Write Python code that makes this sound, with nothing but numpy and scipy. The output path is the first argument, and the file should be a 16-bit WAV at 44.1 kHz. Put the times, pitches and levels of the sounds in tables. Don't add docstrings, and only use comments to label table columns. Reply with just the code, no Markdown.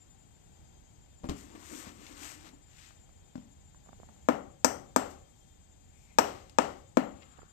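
import sys
import numpy as np
from scipy import signal
from scipy.fft import rfft, irfft, next_fast_len
from scipy.io import wavfile
from scipy.ndimage import uniform_filter1d

SR = 44100
rng = np.random.default_rng(int(sys.argv[2]) if len(sys.argv) > 2 else 0)


def waveform_to_disk(signal):
    frames = np.transpose(np.atleast_2d(signal))
    scaled = np.clip(frames, -1, 1) * 32767
    samples = np.round(scaled).astype(np.int16)
    wavfile.write(sys.argv[1], SR, samples)


def voltage_ratio(level):
    return 10 ** (np.asarray(level, float) / 20)


N = 331632
TIME = np.arange(N) / SR


# start_s, level_db, weight_db, crack_db
KNOCK_TIMES = [
    (4.287, -18.5, -3.5, -7),
    (4.646, -16, -10.5, 5),
    (4.962, -17.5, -10, 3),
    (6.186, -13.5, -13.5, -2),
    (6.586, -15, -11, -3),
    (6.971, -19.5, -0.5, -9),
]
# landing_share (0-1), settling_s
SHOT_SETTLING = [(0.7, 0.043), (0.6, 0.031), (0.36, 0.073), (0.72, 0.1), (0.63, 0.072), (0.43, .04)]
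# slap_db, loose_shot_db, body_over_weight_db, dull_db (lower part of the crack)
HEAD_FACES = [
    (-9, -31.5, 2, -1.5),
    (-6, -32.5, 0.2, 1),
]
FINGER_GAP = [1, 1, 1.3, 2.2, 1.3, .9]


def knocks(near, spread):
    for k, (start_s, level_db, weight_db, crack_db) in enumerate(KNOCK_TIMES):
        landing, settle_s = SHOT_SETTLING[k]
        slap_db, shot_db, body_db, dull_db = HEAD_FACES[2 * k // len(KNOCK_TIMES)]
        close, far = knock(weight_db, weight_db + body_db, crack_db, landing, slap_db, shot_db, settle_s, dull_db)
        for path, x in ((near, close), (spread, far)):
            add(path[0], start_s, voltage_ratio(level_db + 6.0) * x)
            add(path[1], start_s, voltage_ratio(level_db + 3.0) * covered(x, FINGER_GAP[k]))


# pitch_hz, level_db, t60_s (time to fade by 60 dB)
THUD_NOTES = [(190, 1, 0.059), (250, -8, 0.066), (315.3, -2.5, 0.032)]
BODY_NOTES = [(366, -8.5, 0.018), (480, -8.5, 0.028), (505.5, 7.5, 0.034), (649, 12.5, 0.017)]
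RING_NOTES = [(740, -13.5, 0.012), (968, 9.5, 0.023), (980, -17.5, 0.017), (1240, 6, 0.079),
              (1570, -13, 0.037)]
SLAP_NOTES = [(1610, 11.5, 0.01), (1920, -10, 0.0047), (2080, -5, 0.011), (2340, 7, 0.013),
              (2930, 6, 0.00243)]
# pitch_hz, level_db
PORT_TONE = [(1760, -15), (3000, -23.5), (4140, -15.5), (5270, -7), (6090, -9.5), (7530, -5.5), (8700, -17),
             (9450, -39.5), (11700, -21), (13600, -20.5), (15500, -43)]
# pitch_hz, level_db
HISS_TONE = [(290, -31), (500, -6.5), (1180, -0.5), (1370, -6), (4500, -12), (8120, -12.5), (9780, -32),
             (13800, -23), (14600, -34), (15500, -100)]
# pitch_hz, level_db
BASS_LOSS = [(20, -74.5), (130, -20.5), (190, -4.5), (300, 7)]
# low_hz, high_hz, level_db, decay_s
FLOOR_BOOM = (32, 110, -45.5, 0.28)
RUBBER_T60_S = 0.028
LANDING_S = 0.003517
CRACK_LATE_S = 0.00027


def knock(thud_db, body_db, crack_db, landing, slap_db, shot_db, settle_s, dull_db):
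    t = np.arange(SR // 2) / SR
    thud = voltage_ratio(thud_db + 3.5) * ring(THUD_NOTES, 0.0012)
    body = voltage_ratio(body_db + 3.0) * ring(damped(BODY_NOTES), 0.00036)
    slap = voltage_ratio(slap_db) * ring(damped(SLAP_NOTES), 0.00012)
    blow = ring(damped(RING_NOTES), 0.00026) + body + slap
    far = voltage_ratio(8.0) * blow * np.exp(-t / 0.00078) + voltage_ratio(4.0) * thud * np.exp(-t / 0.0058)
    close = blow + thud
    add(close, LANDING_S, landing * blow + thud)
    add(close, 2.11 * LANDING_S, 0.48 * (landing * body + thud))

    low_hz, high_hz, boom_db, boom_s = FLOOR_BOOM
    boom = unit(band(rng.standard_normal(len(t)), low_hz, high_hz))
    boom *= (1 - np.exp(-t / 0.0085)) * np.exp(-t / boom_s)

    fade = 0.54 * np.exp(-t / 0.00037) + 0.093 * np.exp(-t / 0.007)
    burst = rng.standard_normal(len(t)) * fade + 1.5 * (t == 0)
    crack = colour(np.roll(burst, int(CRACK_LATE_S * SR)), PORT_TONE)
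    crack = colour(crack, [(6200, dull_db), (7400, 0.0044)])
    crack /= np.abs(crack).max()

    shot = unit(colour(grains(len(t), 0.92), HISS_TONE))
    shot *= (1 - np.exp(-t / 0.0046)) * np.exp(-t / settle_s)
    rest = voltage_ratio(boom_db) * boom + voltage_ratio(crack_db + 2.5) * crack + voltage_ratio(shot_db) * shot
    return colour(close, BASS_LOSS) + rest, colour(far, BASS_LOSS) + rest


def damped(modes):
    return [(hz, db, min(t60, RUBBER_T60_S)) for hz, db, t60 in modes]


# start_s, level_db, rise_s, fall_s, brightness_db
HAND_STROKES = [(1.242, -75, 0.0053, 0.044, -23), (1.385, -61.5, 0.04, 0.13, 5.5),
                (1.62, -70, 0.28, 0.12, -6.5), (1.76, -55.5, 0.2, 0.19, 6), (1.88, -61, 0.11, 0.056, -8),
                (2.06, -60.5, 0.14, 0.5, 1), (2.252, -54, 0.092, 0.15, 4),
                (2.47, -60.5, 0.073, 0.037, -1.5), (2.83, -61.5, 0.17, 0.15, -2)]
# start_s, level_db, rise_s, fall_s
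SHOT_TRICKLES = [
    (5.103, -66, .006, 0.049),
    (5.478, -81.5, 0.38, 0.095),
    (6.0, -79.5, .1, 0.3),
]
# start_s, level_db, rise_and_fall_s, pitch_hz, width_hz
SHOT_SWISHES = [(5.98, -76, 0.099, 2330, 420), (6.11, -73, 0.081, 2330, 420),
                (7.228, -60.5, 0.016, 3030, 2680), (7.271, -71.5, 0.35, 2800, 2700),
                (7.25, -75, .12, 1419, 700), (7.41, -70.5, 0.17, 1530, 706)]
# pitch_hz, width_hz, level_db
CARTON_NOTES = [(301, 62, 16.5), (888, 31, 0), (1117, 30, -3), (1730, 42, -10), (2290, 70, -22)]
# start_s, end_s, drone_db
CARTON_DRAG = (1.39, 2.6, -59.5)
FINE_DB, COARSE_DB = -2.5, -9.5
OFF_CARTON_DB = -13
DRAG_EASE_DB_S = -6


def sliding():
    skin = colour(grains(N, 3.6), HISS_TONE) * voltage_ratio(0.96 * walk(40))
    fine = band(skin, 6000, 16000)
    coarse = signal.sosfiltfilt(signal.butter(4, 1450, fs=SR, output="sos"), skin)
    middle = skin - fine - coarse
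    start_s, end_s, drag_db = CARTON_DRAG
    out, motion = np.zeros((2, N))
    for s, db, rise_s, fall_s, bright_db in HAND_STROKES:
        speed = stroke(s, db, rise_s, fall_s)
        motion += speed
        fine_gain = voltage_ratio(5.0 + FINE_DB + bright_db)
        coarse_gain = voltage_ratio(4.5 + COARSE_DB - bright_db + OFF_CARTON_DB * (s > end_s))
        out += speed * (middle + fine_gain * fine + coarse_gain * coarse)
    out *= voltage_ratio(5.5) / middle.std()
    out += voltage_ratio(10.0) * sum(stroke(*row) for row in SHOT_TRICKLES) * unit(fine)
    for s, db, swell_s, hz, width in SHOT_SWISHES:
        out += voltage_ratio(4.5) * stroke(s, db, swell_s, swell_s) * unit(band(skin, hz - width / 2, hz + width / 2))

    rub = grains(N, 4.7) * voltage_ratio(3 * walk(24.8))
    drone = np.zeros(N)
    for hz, width, db in CARTON_NOTES:
        drone += voltage_ratio(db) * unit(signal.lfilter(*signal.iirpeak(hz, hz / width, SR), rub))
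    touching = uniform_filter1d(1. * (TIME > start_s) * (TIME < end_s), SR // 20)
    drag = touching * (voltage_ratio(drag_db + DRAG_EASE_DB_S * (TIME - start_s)) + voltage_ratio(-7.5) * motion)
    drag += sum(stroke(s, db - 14.5, 0.0026, 0.054) for s, db, *_ in HEAD_BUMPS if s < end_s)
    return out + voltage_ratio(0.5) * drag * unit(drone)


def stroke(s, db, rise_s, fall_s):
    away = np.where(TIME < s, (s - TIME) / rise_s, (TIME - s) / fall_s)
    return voltage_ratio(db - 20 * np.minimum(away, 4) ** 1.72)


# start_s, level_db, pitch_hz, t60_s, tick_db
HEAD_BUMPS = [(1.2354, -39, 200, 0.017, -10), (1.242, -29, 250, 0.045, -28), (1.2885, -32, 204, 0.12, -1),
              (1.295, -32.5, 185, 0.04, 7), (1.31, -39.5, 292, 0.2, -20), (1.551, -43, 332, 0.099, -9),
              (1.712, -41, 318, 0.09, -16), (1.867, -45, 214, 0.1, -8), (1.986, -52, 202, 0.12, -10),
              (2.534, -51, 284, 0.12, -25), (3.355, -32.5, 266, 0.055, -9.5), (3.379, -39, 217, 0.068, -11)]
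# start_s, level_db, pitch_hz
PHONE_JOLTS = [
    (1.238, -39, 42),
    (1.29, -32, 34.6),
    (1.867, -51.5, 90),
]
FLOOR_OVERTONES_DB = -5


def bumps():
    out, t = np.zeros(N), np.arange(SR // 8) / SR
    for s, db, hz, t60, tick_db in HEAD_BUMPS:
        over = FLOOR_OVERTONES_DB * (s > CARTON_DRAG[1])
        modes = [(hz, 0, t60), (2.22 * hz, over - 7, .035), (2.89 * hz, over - 10, .03), (3.67 * hz, over - 13, .025)]
        add(out, s, -voltage_ratio(db + 2.5) * band(ring(modes, 0.0004), 70, 6000))
        tick = rng.standard_normal(len(t)) * (np.exp(-t / 0.0024) + 0.23 * np.exp(-t / 0.039))
        add(out, s, voltage_ratio(db + tick_db + 5.5) * colour(tick, HISS_TONE))
    for s, db, hz in PHONE_JOLTS:
        add(out, s, voltage_ratio(db + 5.5) * ring([(hz, 0, .15), (2.0 * hz, -4, .12)], 0.0016))
    return out


# start_s, level_db, pitch_hz
SKIN_SNAPS = [(2.0664, -44, 3400), (2.2318, -44, 2200), (2.472, -64, 3050), (2.4894, -50, 3500),
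              (2.9072, -51.5, 1070), (6.269, -43, 3160), (6.4777, -80, 5400), (6.4961, -46, 4170)]


def snaps():
    out, t = np.zeros(N), np.arange(SR // 20) / SR
    for s, db, hz in SKIN_SNAPS:
        x = band(rng.standard_normal(len(t)) * np.exp(-t / .003), .5 * hz, 1.7 * hz)
        add(out, s, voltage_ratio(db + 5.0) * x / np.abs(x).max())
    return out


# start_s, level_db, pitch_hz
FINGER_TICKS = [(3.091, -61.5, 713), (3.745, -59.5, 1030), (3.86, -61.5, 738), (3.871, -60, 668),
                (3.885, -60, 1160), (3.89, -52.5, 770), (3.929, -51.5, 770), (3.933, -64, 710),
                (3.991, -65, 452), (3.999, -51.5, 414), (4.031, -50.5, 724), (4.087, -56.5, 888),
                (4.093, -57.5, 724), (4.163, -67, 790), (7.385, -55, 467), (7.39, -51.5, 810),
                (7.417, -56.5, 1310), (7.43, -53.5, 455)]


def finger():
    out = np.zeros(N)
    for s, db, hz in FINGER_TICKS:
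        modes = [(hz, 0, .012), (0.312 * hz, -6, .025), (1.48 * hz, -5, .008)]
        push_or_pull = rng.choice([-1, 1])
        add(out, s + 0.00147, voltage_ratio(db + 13.5) * push_or_pull * ring(modes, 0.00028))
    return out


# pitch_hz, loss_db
FINGER_LOSS = [(60, -1), (200, 2.5), (380, 6), (700, 10.5), (1290, 12.5), (2380, 16), (4400, 26),
               (8120, 36), (15000, 24)]


def covered(x, gap=1):
    loss = [(hz * gap ** (hz < 2000), db) for hz, db in FINGER_LOSS if hz * gap < 2300 or hz > 2000]
    return colour(x, loss, -1, lag_s=0.00027)


# pitch_hz, t60_s
ECHO_TIME = [(150, 0.48), (400, 0.51), (1040, 0.39), (2760, 0.38), (7280, 0.32)]
# pitch_hz, level_db
ECHO_LEVEL = [(100, 3), (300, -0.5), (1000, -3), (2200, -1), (4000, -4), (8000, -4.5), (13000, -9.5)]


def room(x):
    t = np.arange(SR) / SR
    a, b = rng.standard_normal((2, SR))
    tail = np.zeros((2, SR))
    for hz in 63 * 2 ** np.arange(0, 8, .5):
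        sos = signal.butter(2, [hz / 2 ** .25, hz * 2 ** .25], "band", fs=SR, output="sos")
        alike = np.clip(1.1 - hz / 600, 0, 1)
        t60 = along(ECHO_TIME, hz)
        fade = np.exp(-np.log(1000) * t / t60) * np.clip(t / 0.0036 - .5, 0, 1)
        fade /= np.sqrt(t60 * SR / np.log(1e6))
        ports = [a, alike * a + np.sqrt(1 - alike ** 2) * b]
        tail += voltage_ratio(along(ECHO_LEVEL, hz)) * fade * signal.sosfilt(sos, ports)
    return signal.fftconvolve(x, tail, axes=1)[:, :N]


# pitch_hz, level_db
HUM_TONE = [(12, -55), (32, -2), (92, -9.5), (439, -26), (686, -27.5), (767, -23), (1130, -34.5),
            (4190, -37), (4680, -42), (5230, -39), (6010, -40), (7310, -32.5), (9390, -50.5), (13900, -49),
            (15500, -62)]
# pitch_hz, difference_db
HUM_LEAN = [(60, -0.5), (110, 8.5), (200, 1), (380, -2), (700, 8.5), (1290, 5), (2380, 8), (4400, 8.5),
            (8120, 27.5), (15000, -9.5)]
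# pitch_hz, level_db
LAMP_TONES = [(3198, -92.5), (3596, -92), (4597, -101), (4748, -94), (5012, -99), (6395, -87),
              (6600, -87.5), (6799, -99.5), (7197, -74), (7795, -86), (7983, -99), (8010, -90.5),
              (8199, -92.5), (8382, -100)]
# offset_hz, level_db
LAMP_SIDES = [(-48.5, -8), (-26, -22.5), (-9.5, -3), (11.5, -2), (24, -2.5)]
HUM_DB = -61.5


def hum():
    a, b = rng.standard_normal((2, N))
    alike = [(100, 3.5), (300, -8), (650, -11.0)]
    apart = [(60, -1.5), (300, -10.0), (650, -1)]
    left = colour(a, HUM_TONE)
    right = colour(colour(a, alike) + colour(b, apart), HUM_TONE)
    right = colour(right, HUM_LEAN, -0.96, .0004)
    out = voltage_ratio(HUM_DB + 3.0 + 0.7 * walk(4.4)) * np.array([left, right]) / left.std()

    side_level = [(3000, 0.5), (7200, -4), (8400, -33)]  # (Hz, dB)
    whine = np.zeros(N)
    for hz, db in LAMP_TONES:
        waver = voltage_ratio((2.2 if hz > 5500 else 1.8) * walk(5))
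        sides = np.zeros(N, complex)
        for off_hz, side_db in LAMP_SIDES:
            drift = 4.2 * walk(0.92)
            sides += voltage_ratio(side_db) * np.exp(1j * (2 * np.pi * off_hz * TIME + drift))
        tone = (1 + voltage_ratio(along(side_level, hz)) * sides) * np.exp(2j * np.pi * hz * TIME)
        whine += voltage_ratio(db + 8.0) * waver * np.imag(tone)
    return out + np.array([whine, covered(whine)])


def ring(modes, push_s, spread=0.02):
    t = np.arange(SR // 2)[:, None] / SR
    hz, db, t60 = np.transpose(modes)
    hz = hz * (1 + spread * rng.standard_normal(len(hz)))
    x = (voltage_ratio(db) * np.sin(2 * np.pi * hz * t) * np.exp(-np.log(1000) * t / t60)).sum(1)
    push = np.sin(np.pi * np.clip(np.arange(SR // 200) / SR / push_s, 0, 1))
    x = np.convolve(x, push)[:len(t)]
    return x / np.abs(x).max()


def grains(size, scatter_db):
    strength = voltage_ratio(scatter_db * np.minimum(rng.exponential(size=size), 5))
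    return unit(rng.standard_normal(size) * strength)


def walk(rate):
    k = int(SR / rate)
    steps = np.repeat(rng.standard_normal(N // k + 1), k)
    return 1.3 * uniform_filter1d(uniform_filter1d(steps, k), k)[:N]


def along(table, hz):
    f, v = np.transpose(table)
    return np.interp(np.log(np.maximum(hz, 1)), np.log(f), v)


def colour(x, table, sign=1, lag_s=0.):
    size = next_fast_len(x.shape[-1] + 4096)
    size += size % 2
    hz = np.arange(size // 2 + 1) * SR / size
    cep = irfft(np.log(voltage_ratio(sign * along(table, hz))), size)
    cep[1:size // 2] *= 2
    cep[size // 2 + 1:] = 0
    gain = np.exp(rfft(cep) - 2j * np.pi * hz * lag_s)
    return irfft(rfft(x, size) * gain, size)[..., :x.shape[-1]]


def band(x, lo_hz, hi_hz):
    return signal.sosfilt(signal.butter(2, [lo_hz, hi_hz], "band", fs=SR, output="sos"), x)


def unit(x):
    return x / np.sqrt(np.mean(x ** 2))


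def add(track, s, x):
    i = int(s * SR)
    track[i:i + len(x)] += x[:len(track) - i]


def scene():
    hand = bumps() + sliding() + snaps()
    near = np.array([hand, covered(hand, 0.71)])
    spread = near.copy()
    knocks(near, spread)
    out = near + room(spread) + hum()
    out[1] += finger()
    return out


def band_limit(x):
    return signal.sosfilt(signal.butter(12, 15640, fs=SR, output="sos"), x)


# pitch_hz, level_db
MIC_TONE = [(30, -8), (52, -8), (75, 3), (14100, 2.5), (14500, -14.5), (16000, -35)]


def record(dry):
    top = .66
    mix = colour(top * np.tanh(dry / top), MIC_TONE)
    return band_limit(mix)


dry = scene()
out = record(dry)
waveform_to_disk(out)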